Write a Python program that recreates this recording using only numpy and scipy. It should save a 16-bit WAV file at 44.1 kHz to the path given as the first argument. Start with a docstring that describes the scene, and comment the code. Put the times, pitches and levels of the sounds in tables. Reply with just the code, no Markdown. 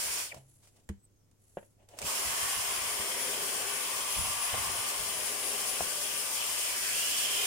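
"""A rush of air and a thin impeller whine: a cordless stick vacuum, close to a stereo microphone in the
corner of a room with a wooden floor. The motor brakes to a stop; in the lull a sleeve slides and the
plastic body is bumped and gripped. The trigger clicks, the motor spins up, and air rushes through ducts
and vents again, its exhaust buffeting the microphone. The nozzle knocks along the skirting board, and
near the end air whistles through the gap between nozzle and wood."""
import sys
import numpy as np
from scipy import signal
from scipy.fft import rfft, irfft, next_fast_len
from scipy.io import wavfile
from scipy.ndimage import uniform_filter1d, map_coordinates

SR = 44100
rng = np.random.default_rng(int(sys.argv[2]) if len(sys.argv) > 2 else 0)


def to_wav(sig):
    """Store sig (one row per channel, or 1-D mono) as 16-bit WAV at the path in sys.argv[1].

    Samples outside -1..1 are clipped; the rate is SR.
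    """
    pcm = np.clip(np.atleast_2d(sig), -1, 1) * 32767
    pcm = np.round(pcm).astype(np.int16)
    wavfile.write(sys.argv[1], SR, pcm.T)  # frames by channels


N = 328986

RELEASE_S, BRAKE_S, BRAKE_POWER = .19, .165, 1.1  # trigger let go; the brake bites harder as it slows
PULL_S, SPIN_UP_S = 2.013, .056  # trigger pulled again
LOWERED_S = 1  # until it is lowered into the corner the machine sounds thinner
RAISED_BIN_DB, RAISED_HOUSING_DB, RAISED_HISS_DB = -2.5, -8, -1.4
BLADES = 9
DIRECT_SHARE, ECHO_SHARE, FLUTTER_HZ = .62, .68, 34  # each motor tone and its fluttering echoes

# air noise of each part, heard close up (frequency [Hz], relative level [dB])
BIN_SPECTRUM = [(60, -23.5), (200, -7.5), (330, -9.5), (400, -8.5), (500, 3), (650, -1), (800, 0.5),
                (1300, -61)]
BIN_BOOM_SPECTRUM = [(320, -38), (390, 3), (432, -0.5), (560, -30.5)]
HOUSING_SPECTRUM = [(400, -24), (620, -4.5), (780, -1.5), (1080, 3.5), (1210, -1.5), (1310, -6),
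                    (2000, -39)]
DUCT_SPECTRUM = [(800, -32), (1250, -11), (1480, -2), (1850, -2), (2080, 0.5), (2300, -1), (2800, -12),
                 (4500, -34)]
NOZZLE_SPECTRUM = [(1400, -30), (2200, -16), (2480, -1), (2760, -1.5), (3120, 1.5), (3380, -1), (3650, -8),
                   (4300, -12), (7000, -62)]
LEFT_VENT_SPECTRUM = [(2000, -46), (3700, -17), (4500, -5.5), (5270, -2), (6200, -5.5), (7100, -3),
                      (7700, -4.5), (8500, 3), (9400, 0.5), (10300, -1), (11000, -5), (12500, -8),
                      (14200, -8.5), (15000, -4), (15700, -13)]
RIGHT_VENT_SPECTRUM = [(2000, -32), (3700, -7), (4400, -2.5), (5300, 2), (6200, -0.5), (7250, 3.5),
                       (8300, -4), (9500, -1), (10400, -8), (11000, -6.5), (12500, -7), (14200, -6),
                       (15000, -6), (15700, -23)]
# how each part swells and fades at the microphone (time [s], relative level [dB])
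BIN_LEVEL = [(2.1, -52), (2.65, -54), (3.0, -51), (3.45, -48.5), (4.35, -55), (4.9, -52.5), (5.45, -49.5),
             (5.7, -50.5), (6.4, -54), (7.2, -53.5), (7.42, -50)]
HOUSING_LEVEL = [(2.1, -45), (2.5, -44.5), (3.2, -48.5), (3.8, -47.5), (4.65, -43.5), (5.0, -48.5),
                 (5.4, -50.5), (5.65, -47), (6.0, -51), (6.45, -49), (7.1, -53), (7.42, -49)]
DUCT_LEVEL = [(2.1, -48.5), (2.35, -44), (2.6, -46), (4.4, -48), (4.68, -46), (4.9, -48.5), (5.6, -48.0),
              (6.3, -50.5), (6.9, -45), (7.15, -48), (7.4, -46)]
VENT_LEVEL = [(2.3, -32.5), (3.6, -33.5), (4.3, -33), (5.0, -33), (6.2, -32.5), (7.0, -31.0)]
# the machine turns and shades the microphone's right port from the vents (time [s], shading [dB])
TURN = [(2.1, 1), (2.55, 2.5), (2.8, 4), (3.9, 5.5), (4.25, 3.5), (4.7, 5.5), (5.3, 5.5), (6.35, 5),
        (6.95, 2.4), (7.4, 2)]
# likeness of the noise at the left and right ports (frequency [Hz], correlation [0-1])
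PORT_LIKENESS = [(60, 0.78), (200, 0.79), (500, 0.95), (850, 0.17), (1500, 0.02)]
# blade tone at full speed, creeping up as the motor settles (time [s], pitch [Hz])
BLADE_PITCH = [(.2, 10510), (2.07, 9820), (2.2, 10125), (2.9, 10420), (3.7, 10495), (4.45, 10510),
               (5.2, 10552), (5.8, 10510), (6.35, 10595), (6.75, 10550), (7.46, 10590)]
# how strongly the casing radiates the blade tone (frequency [Hz], gain [dB])
CASING_GAIN = [(100, -75), (500, -47), (1300, -62), (2300, -50.5), (3300, -61), (9700, -55), (10400, -50)]
# beams of whine sweep over the microphone (time [s], half width [s], left gain [dB], right gain [dB])
WHINE_BEAMS = [(.08, .04, 5, 3), (2.27, .06, 10, 9), (2.41, .025, 14, 5), (2.55, .045, 7, 11),
               (2.75, .035, 14, 5), (2.93, .035, 9, 7), (3.23, .04, 14, 5), (3.52, .05, 9, 1),
               (3.77, .07, 14, 0), (4.2, .08, 15, 10), (4.45, .04, 15, 0), (4.6, .04, 9, 2),
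               (4.77, .035, 8, 9), (5.25, .08, 13, 0), (5.47, .04, 17, 0), (5.71, .045, 14, 3),
               (6.06, .035, 9, 2), (6.19, .04, 11, 0)]
# exhaust gusts on the microphone (start [s], length [s], relative level [dB], left minus right [dB])
GUSTS = [(.03, 0.094, -60, -10), (2.029, 0.017, -46, 1), (2.263, 0.024, -44, -9), (2.431, 0.02, -50, -31),
         (2.57, 0.018, -48, -22), (2.686, 0.03, -53, -15), (2.778, 0.1, -58.5, -10),
         (4.172, 0.13, -47, -21), (4.37, 0.02, -52, -12), (4.535, .11, -46.5, -12.5), (4.672, 0.13, -52, 6),
         (4.99, 0.045, -52.5, 5)]
# rumble of air striking the ports (frequency [Hz], relative level [dB])
BUFFET_SPECTRUM = [(15, -34), (40, -7), (75, 3.5), (110, -3.5), (170, -8.5), (300, -18.5), (800, -72)]
# room tone (frequency [Hz], relative level [dB])
ROOM_TONE_SPECTRUM = [(25, -6), (107, -7), (180, -14), (450, -22), (1900, -33), (4000, -35), (6500, -30),
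                      (15500, -38)]
# the room's reverberation (frequency [Hz], t60 [s])
ROOM_DECAY = [(100, 0.24), (1000, 0.22), (5000, 0.3), (14000, 0.066)]
# snaps of the trigger and plastic joints (time [s], level [dB])
CLICKS = [(0.344, -46), (0.673, -62), (0.89, -46.5), (1.313, -67), (1.888, -55), (1.988, -35), (2.017, -37),
          (2.025, -41)]
# the hand shifts on the grip (start [s], length [s], scuff level [dB], creak level [dB])
RUBS = [(0.343, 0.015, -62.5, -53), (0.635, 0.034, -64, -90), (0.76, .025, -69, -71),
        (1.81, 0.022, -78, -68), (1.92, 0.04, -64, -58), (2.01, 0.03, -56, -50)]
# plastic snapped or scuffed, and plastic creaking (frequency [Hz], relative level [dB])
PLASTIC_SPECTRUM = [(150, -31), (600, 8.5), (1200, 2.5), (2500, 4), (4200, 3), (8500, 7.5), (12000, -3.5),
                    (15500, -5)]
CREAK_SPECTRUM = [(150, -13), (400, -2), (650, 5), (850, -2), (1200, -17), (3000, -12), (6000, -52)]
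# low ring as the rotor stops (frequency [Hz], level [dB], t60 [s])
STOP_MODES = [(132.7, -50, 0.69)]
# dull bumps of the machine in the hand (time [s], relative level [dB])
BUMPS = [(0.359, -47), (0.893, -26), (2.991, -40), (5.807, -36.5)]
# modes of the bumped body (frequency [Hz], relative level [dB], t60 [s])
BODY_MODES = [(74.5, 1.5, 0.12), (198, -3, 0.115), (333, -9.5, 0.07), (434, -10, 0.06)]
# sleeve squeak, its pitch following the arm's speed (time [s], pitch [Hz], relative level [dB])
SQUEAK = [(.8, 6800, -100), (.86, 7400, -74), (.94, 6800, -80), (1.0, 7850, -72), (1.052, 8050, -59),
          (1.1, 7000, -100), (1.16, 6550, -71), (1.245, 5200, -76), (1.29, 5100, -110)]
# faster strokes of the sleeve (time [s], half width [s], level [dB])
SWISHES = [(.5, 0.18, -69.5), (1.46, 0.056, -72.5), (1.6, 0.078, -68.5)]
# smooth cloth sliding (frequency [Hz], relative level [dB])
CLOTH_SPECTRUM = [(3000, -14.5), (5300, -13), (7100, -2), (9300, -5), (10900, 3), (12200, -10),
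                  (15000, -25)]
# the nozzle meets wood (time [s], relative ring level [dB], pitch [Hz], clack level [dB])
KNOCKS = [(0.8897, -45, 600, -42), (1.5709, -17.5, 570, -45.5), (1.5765, -26, 590, -58),
          (1.583, -35, 702, -49), (1.628, -40, 590, -57), (4.5415, -19.5, 700, -41), (4.548, -24, 700, -46),
          (4.576, -26, 740, -46), (5.8068, -13, 700, -35)]
# modes of the hollow nozzle (multiple of the pitch [ratio], relative level [dB], t60 [s])
NOZZLE_MODES = [(.36, -24.5, 0.057), (.75, -16.5, 0.029), (1, 3.5, 0.011), (1.3, -18, 0.0081),
                (2.75, -21.5, 0.02)]
# clack of the nozzle's shell (frequency [Hz], relative level [dB])
CLACK_SPECTRUM = [(200, -4), (600, -3), (1200, -7), (1700, -3), (2400, -13), (3150, -12), (4000, -31),
                  (15000, -40)]
# the gap between nozzle and wood whistles as it opens and closes (time [s], pitch [Hz], level [dB])
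GAP_WHISTLE = [(5.97, 3500, -66), (6.05, 3350, -46), (6.32, 3113, -74.5), (6.39, 3000, -44),
               (6.5, 2830, -49), (6.7, 2420, -45.5), (6.79, 2100, -57), (6.87, 1770, -43.5),
               (6.94, 2680, -42), (7.1, 2980, -39), (7.25, 3090, -38.5)]


def amp(db):
    """Decibels to gain."""
    return 10 ** (np.asarray(db) / 20)


def unit(x):
    """Scale to rms 1."""
    return x / np.sqrt(np.mean(x ** 2) + 1e-20)


def along(points, hz):
    """Read (frequency [Hz], value) points on a log axis."""
    knots_hz, values = np.transpose(points)
    return np.interp(np.log(hz + 1), np.log(knots_hz + 1), values)


def curves(table):
    """One value per sample for each column after the time."""
    times, *columns = np.transpose(table)
    return [np.interp(np.arange(N) / SR, times, column) for column in columns]


def wobble(rate):
    """A smooth random curve, rate knots a second."""
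    return map_coordinates(rng.standard_normal(int(N * rate / SR) + 4), [np.arange(N) * rate / SR])


def narrow_noise(width_hz):
    """Complex stereo flutter of rms 1: it spreads a tone into a band about width_hz wide."""
    real, imaginary = unit(np.array([[wobble(width_hz), wobble(width_hz)] for _ in range(2)]))
    return (real + 1j * imaginary) / np.sqrt(2)


def filtered(x, response):
    """x times a response of frequency."""
    size = next_fast_len(N + SR // 2)
    return irfft(rfft(x, size) * response(np.fft.rfftfreq(size, 1 / SR)), size)[..., :N]


def resonance(x, centre_hz, width_hz):
    """x through one resonance, with gain 1 at its centre."""
    return filtered(x, lambda hz: 1j * hz * width_hz / (centre_hz ** 2 - hz ** 2 + 1j * hz * width_hz))


def noise(spectrum):
    """Noise of rms 1 at the microphone's two ports, alike in the bass and unrelated in the treble."""
    def mid_side_gains(hz):
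        spread = np.arccos(np.clip(along(PORT_LIKENESS, hz), -1, 1)) / 2
        return amp(along(spectrum, hz)) * [np.cos(spread), np.sin(spread)]

    mid, side = filtered(rng.standard_normal((2, N)), mid_side_gains)
    return unit(np.array([mid + side, mid - side]))


def panned(db):
    """Constant-power gains with the left db above the right."""
    gains = amp(np.array([db, -db]).reshape(2, -1) / 2)
    return gains / np.sqrt(np.mean(gains ** 2, axis=0))


def fade(t, t60):
    """Exponential decay, 60 dB down at t60."""
    return np.exp(-np.log(1000) * t / t60)


def swell(s, half_width):
    """A rounded swell that peaks at time s."""
    return np.exp(-.5 * ((np.arange(N) / SR - s) / half_width) ** 2)


def held(start, length, rise, t60):
    """An envelope that rises up to its start, holds and dies away."""
    t = np.arange(N) / SR - start
    return np.clip(1 + t / rise, 0, 1) * fade(np.maximum(t - length, 0), t60)


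def ring(modes, attack_s):
    """One blow on modes (frequency [Hz], level [dB], t60 [s])."""
    t = np.arange(SR // 2) / SR
    ringing = sum(amp(db) * fade(t, t60) * np.sin(2 * np.pi * hz * t) for hz, db, t60 in modes)
    return ringing * (1 - np.exp(-t / attack_s))


def add(track, s, sound):
    """Mix a sound into a track at time s."""
    part = track[..., round(s * SR):][..., :sound.shape[-1]]
    part += sound[..., :part.shape[-1]]


def wall_echo(x, delay_s, sway, share):
    """A wall near the microphone combs the sound; the comb slides as the machine moves."""
    now = np.arange(N)
    echo = [np.interp(now - SR * delay_s * np.exp(sway * wobble(2)), now, side) for side in x]
    return (x + share * np.array(echo)) / np.hypot(1, share)


def room(x, wet_db):
    """Add the room's short tail, a different one at each port."""
    hz, t, spectra = signal.stft(rng.standard_normal((2, SR // 2)), SR, nperseg=256)
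    tail = signal.istft(spectra * fade(t, along(ROOM_DECAY, hz)[:, None]), SR, nperseg=256)[1]
    tail = np.pad(tail / np.linalg.norm(tail[0]), ((0, 0), (SR // 200, 0)))  # arrives 5 ms late
    return x + amp(wet_db) * signal.fftconvolve(x, tail, axes=1)[:, :N]


def motor_speed():
    """Share of full speed: the motor runs, brakes, rests and spins up again."""
    t = np.arange(N) / SR
    braking = 1 - np.clip((t - RELEASE_S) / BRAKE_S, 0, 1) ** BRAKE_POWER
    return braking + np.clip((t - PULL_S) / SPIN_UP_S, 0, 1)


def raised():
    """1 while the machine is held up by the wall, 0 once it is down in the corner."""
    return np.arange(N) / SR < LOWERED_S


def housing_level():
    """Relative level of the motor housing in dB; the nozzle and shaft tone follow it."""
    return curves(HOUSING_LEVEL)[0] + RAISED_HOUSING_DB * raised()


def airflow(speed):
    """Close up, turbulence sounds in the vents, bin, housing, duct and nozzle, growing with speed."""
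    turn_db, = curves(TURN)
    gap_db = curves(GAP_WHISTLE)[1]
    gap_flow = amp(gap_db - gap_db.max())
    bin_db = curves(BIN_LEVEL)[0] + RAISED_BIN_DB * raised()
    housing_db = housing_level()
    swell_db = housing_db - np.mean(HOUSING_LEVEL, axis=0)[1]
    vent_db = curves(VENT_LEVEL)[0] + RAISED_HISS_DB * raised() + .25 * wobble(5.9) + .73 * wobble(35)
    duct_db = curves(DUCT_LEVEL)[0] + 3.5 + .78 * wobble(7.8)
    nozzle_db = -42.95 + .35 * swell_db + 5.8 * gap_flow + .12 * wobble(12)
    vents = np.array([noise(LEFT_VENT_SPECTRUM)[0], amp(-turn_db) * noise(RIGHT_VENT_SPECTRUM)[1]])
    air = amp(vent_db) * vents
    air += amp(bin_db + 3) * noise(BIN_SPECTRUM)
    # the bin's lowest mode swells faster than the rest as the body nears the microphone
    boom_db = bin_db + 1.36 * (bin_db - bin_db.max()) + 2
    air += amp(boom_db) * panned(5.3) * noise(BIN_BOOM_SPECTRUM)
    # turning the machine shifts the housing, duct and nozzle sounds from port to port, the nozzle most
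    air += amp(housing_db + 1.5) * panned(.41 * turn_db - 4.5) * noise(HOUSING_SPECTRUM)
    air += amp(duct_db) * panned(.37 * turn_db - 3) * noise(DUCT_SPECTRUM)
    air += amp(nozzle_db + 1.2 * wobble(60)) * panned(.59 * turn_db - .9) * noise(NOZZLE_SPECTRUM)
    air = wall_echo(air, delay_s=.0008, sway=.15, share=.19)
    return wall_echo(air * speed ** 1.63, delay_s=.0031, sway=.082, share=.26)


def impeller_whine(speed):
    """Blade tone, the order below it and shaft tone: clean at full speed, breathy as the blades stall."""
    blade_hz = speed * curves(BLADE_PITCH)[0]
    beams = np.sqrt(sum((amp([[left_db], [right_db]]) - 1) ** 2 * swell(s, width) ** 2
                        for s, width, left_db, right_db in WHINE_BEAMS))
    shaft_angle = 2 * np.pi * np.cumsum(blade_hz / BLADES * (1 + .00029 * wobble(60))) / SR
    stall = np.clip(6 * (1 - speed), 0, 1)

    def tone(order, beam=0):
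        """The direct tone beats with its echoes, differently at each port, as the machine moves."""
        clean = DIRECT_SHARE + beam * amp(1.2 * wobble(20)) + ECHO_SHARE * narrow_noise(FLUTTER_HZ)
        flutter = np.sqrt(1 - stall) * clean + np.sqrt(stall) * narrow_noise(1000)
        return np.sqrt(2) * np.real(flutter * np.exp(1j * order * shaft_angle))

    blades = amp(along(CASING_GAIN, blade_hz)) * tone(order=BLADES, beam=beams)
    blades += amp(-50) * speed * panned(10) * tone(order=BLADES - 1)
    # a duct resonance squawks when the blade tone sweeps through it
    squawk = amp(20.5) * resonance(blades, centre_hz=2350, width_hz=80)
    # the shaft tone grows as it climbs into a ring of the housing
    shaft = amp(housing_level() - 5.5) * speed ** 2 * tone(order=1)
    return blades + squawk + resonance(shaft, centre_hz=1165, width_hz=90)


def exhaust_buffet(speed):
    """The exhaust blows straight on the microphone: a light draught and lumpy gusts."""
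    gusts = sum(amp(db) * panned(pan_db) * held(s, length, rise=.013, t60=.12)
                for s, length, db, pan_db in GUSTS)
    draught = amp(-75 + 4.1 * wobble(5.4)) * speed
    return (draught + gusts) * amp(1.5 * wobble(25)) * noise(BUFFET_SPECTRUM)


def room_tone(hum_hz=102.5):
    """Faint noise and a low hum in the room behind the machine."""
    hum = np.sqrt(2) * amp(-71 + wobble(7.8)) * np.sin(2 * np.pi * hum_hz * np.arange(N) / SR)
    return hum + amp(-69.5) * noise(ROOM_TONE_SPECTRUM)


def handling():
    """Plastic parts snap in short bursts; the hand scuffs and creaks on the grip."""
    t = np.arange(SR // 4) / SR
    snaps, scuffs, creaks = np.zeros((3, N))
    for s, db in CLICKS:
        add(snaps, s, amp(db) * (fade(t, .025) + amp(-11.5) * fade(t, .095)))
    for s, length, scuff_db, creak_db in RUBS:
        stroke = held(s, length, rise=.04, t60=.25)
        scuffs += amp(scuff_db) * stroke
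        creaks += amp(creak_db) * stroke
    plastic = (snaps * panned(-2.5) + scuffs * amp(3.9 * wobble(83))) * noise(PLASTIC_SPECTRUM)
    return plastic + creaks * amp(2.6 * wobble(70)) * noise(CREAK_SPECTRUM)


def rotor_jolt():
    """The jolt of the stopping rotor leaves a low ring."""
    track = np.zeros(N)
    add(track, RELEASE_S + BRAKE_S, ring(STOP_MODES, attack_s=.014))
    return track


def body_bumps():
    """The whole machine thuds against the hand, just right of centre."""
    track = np.zeros(N)
    for s, db in BUMPS:
        add(track, s, amp(db) * ring(BODY_MODES, attack_s=.0074))
    return track * panned(-1.4)


def sleeve():
    """Sliding cloth: soft swishes, and a thin squeak with a weaker partial a fifth above."""
    hz, db = curves(SQUEAK)
    angle = 2 * np.pi * np.cumsum(hz * (1 + .008 * wobble(55))) / SR
    partials = np.exp(1j * angle) + amp(-16) * narrow_noise(300) * np.exp(1.5j * angle)
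    squeak = amp(db + 3.5 * wobble(60)) * np.real(.7 * narrow_noise(330) * partials)
    strokes = sum(amp(level_db) * swell(s, width) for s, width, level_db in SWISHES)
    return squeak + strokes * amp(1.5 * wobble(30) + 2 * wobble(170)) * noise(CLOTH_SPECTRUM)


def nozzle_knocks():
    """The hollow nozzle taps wood: a few low modes and a short, dense clack of the plastic shell."""
    t = np.arange(SR // 4) / SR
    ringing, clacks = np.zeros((2, N))
    for s, ring_db, pitch_hz, clack_db in KNOCKS:
        modes = [(pitch_hz * ratio, db, t60) for ratio, db, t60 in NOZZLE_MODES]
        add(ringing, s, amp(ring_db) * ring(modes, attack_s=.0016))
        add(clacks, s, amp(clack_db) * fade(t, .048) * (1 - fade(t, .0039)))
    shell = filtered(rng.standard_normal((2, N)), lambda hz: amp(along(CLACK_SPECTRUM, hz)))
    return (ringing + clacks * unit(shell)) * panned(.81)


def gap_whistle():
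    """Air squeezed through the nozzle gap rings in one gliding band: a whistle in a breathy skirt."""
    hz, db = curves(GAP_WHISTLE)
    band = narrow_noise(200) + .8 * narrow_noise(1000)
    whistle = np.real(band * np.exp(2j * np.pi * np.cumsum(hz) / SR))
    return amp(db) * panned(curves(TURN)[0] - 4.5) * whistle


def scene():
    """The machine and its handling close to the microphone, with a little of the room behind."""
    speed = motor_speed()
    machine = room(airflow(speed) + speed * gap_whistle(), wet_db=-14.5) + impeller_whine(speed)
    contacts = room(nozzle_knocks() + body_bumps() + handling(), wet_db=-14)
    return machine + contacts + sleeve() + rotor_jolt() + exhaust_buffet(speed) + room_tone()


def record(dry):
    """The recorder keeps nothing above 15.8 kHz."""
    return filtered(dry, lambda hz: hz < 15800)


dry = scene()
out = record(dry)
to_wav(out)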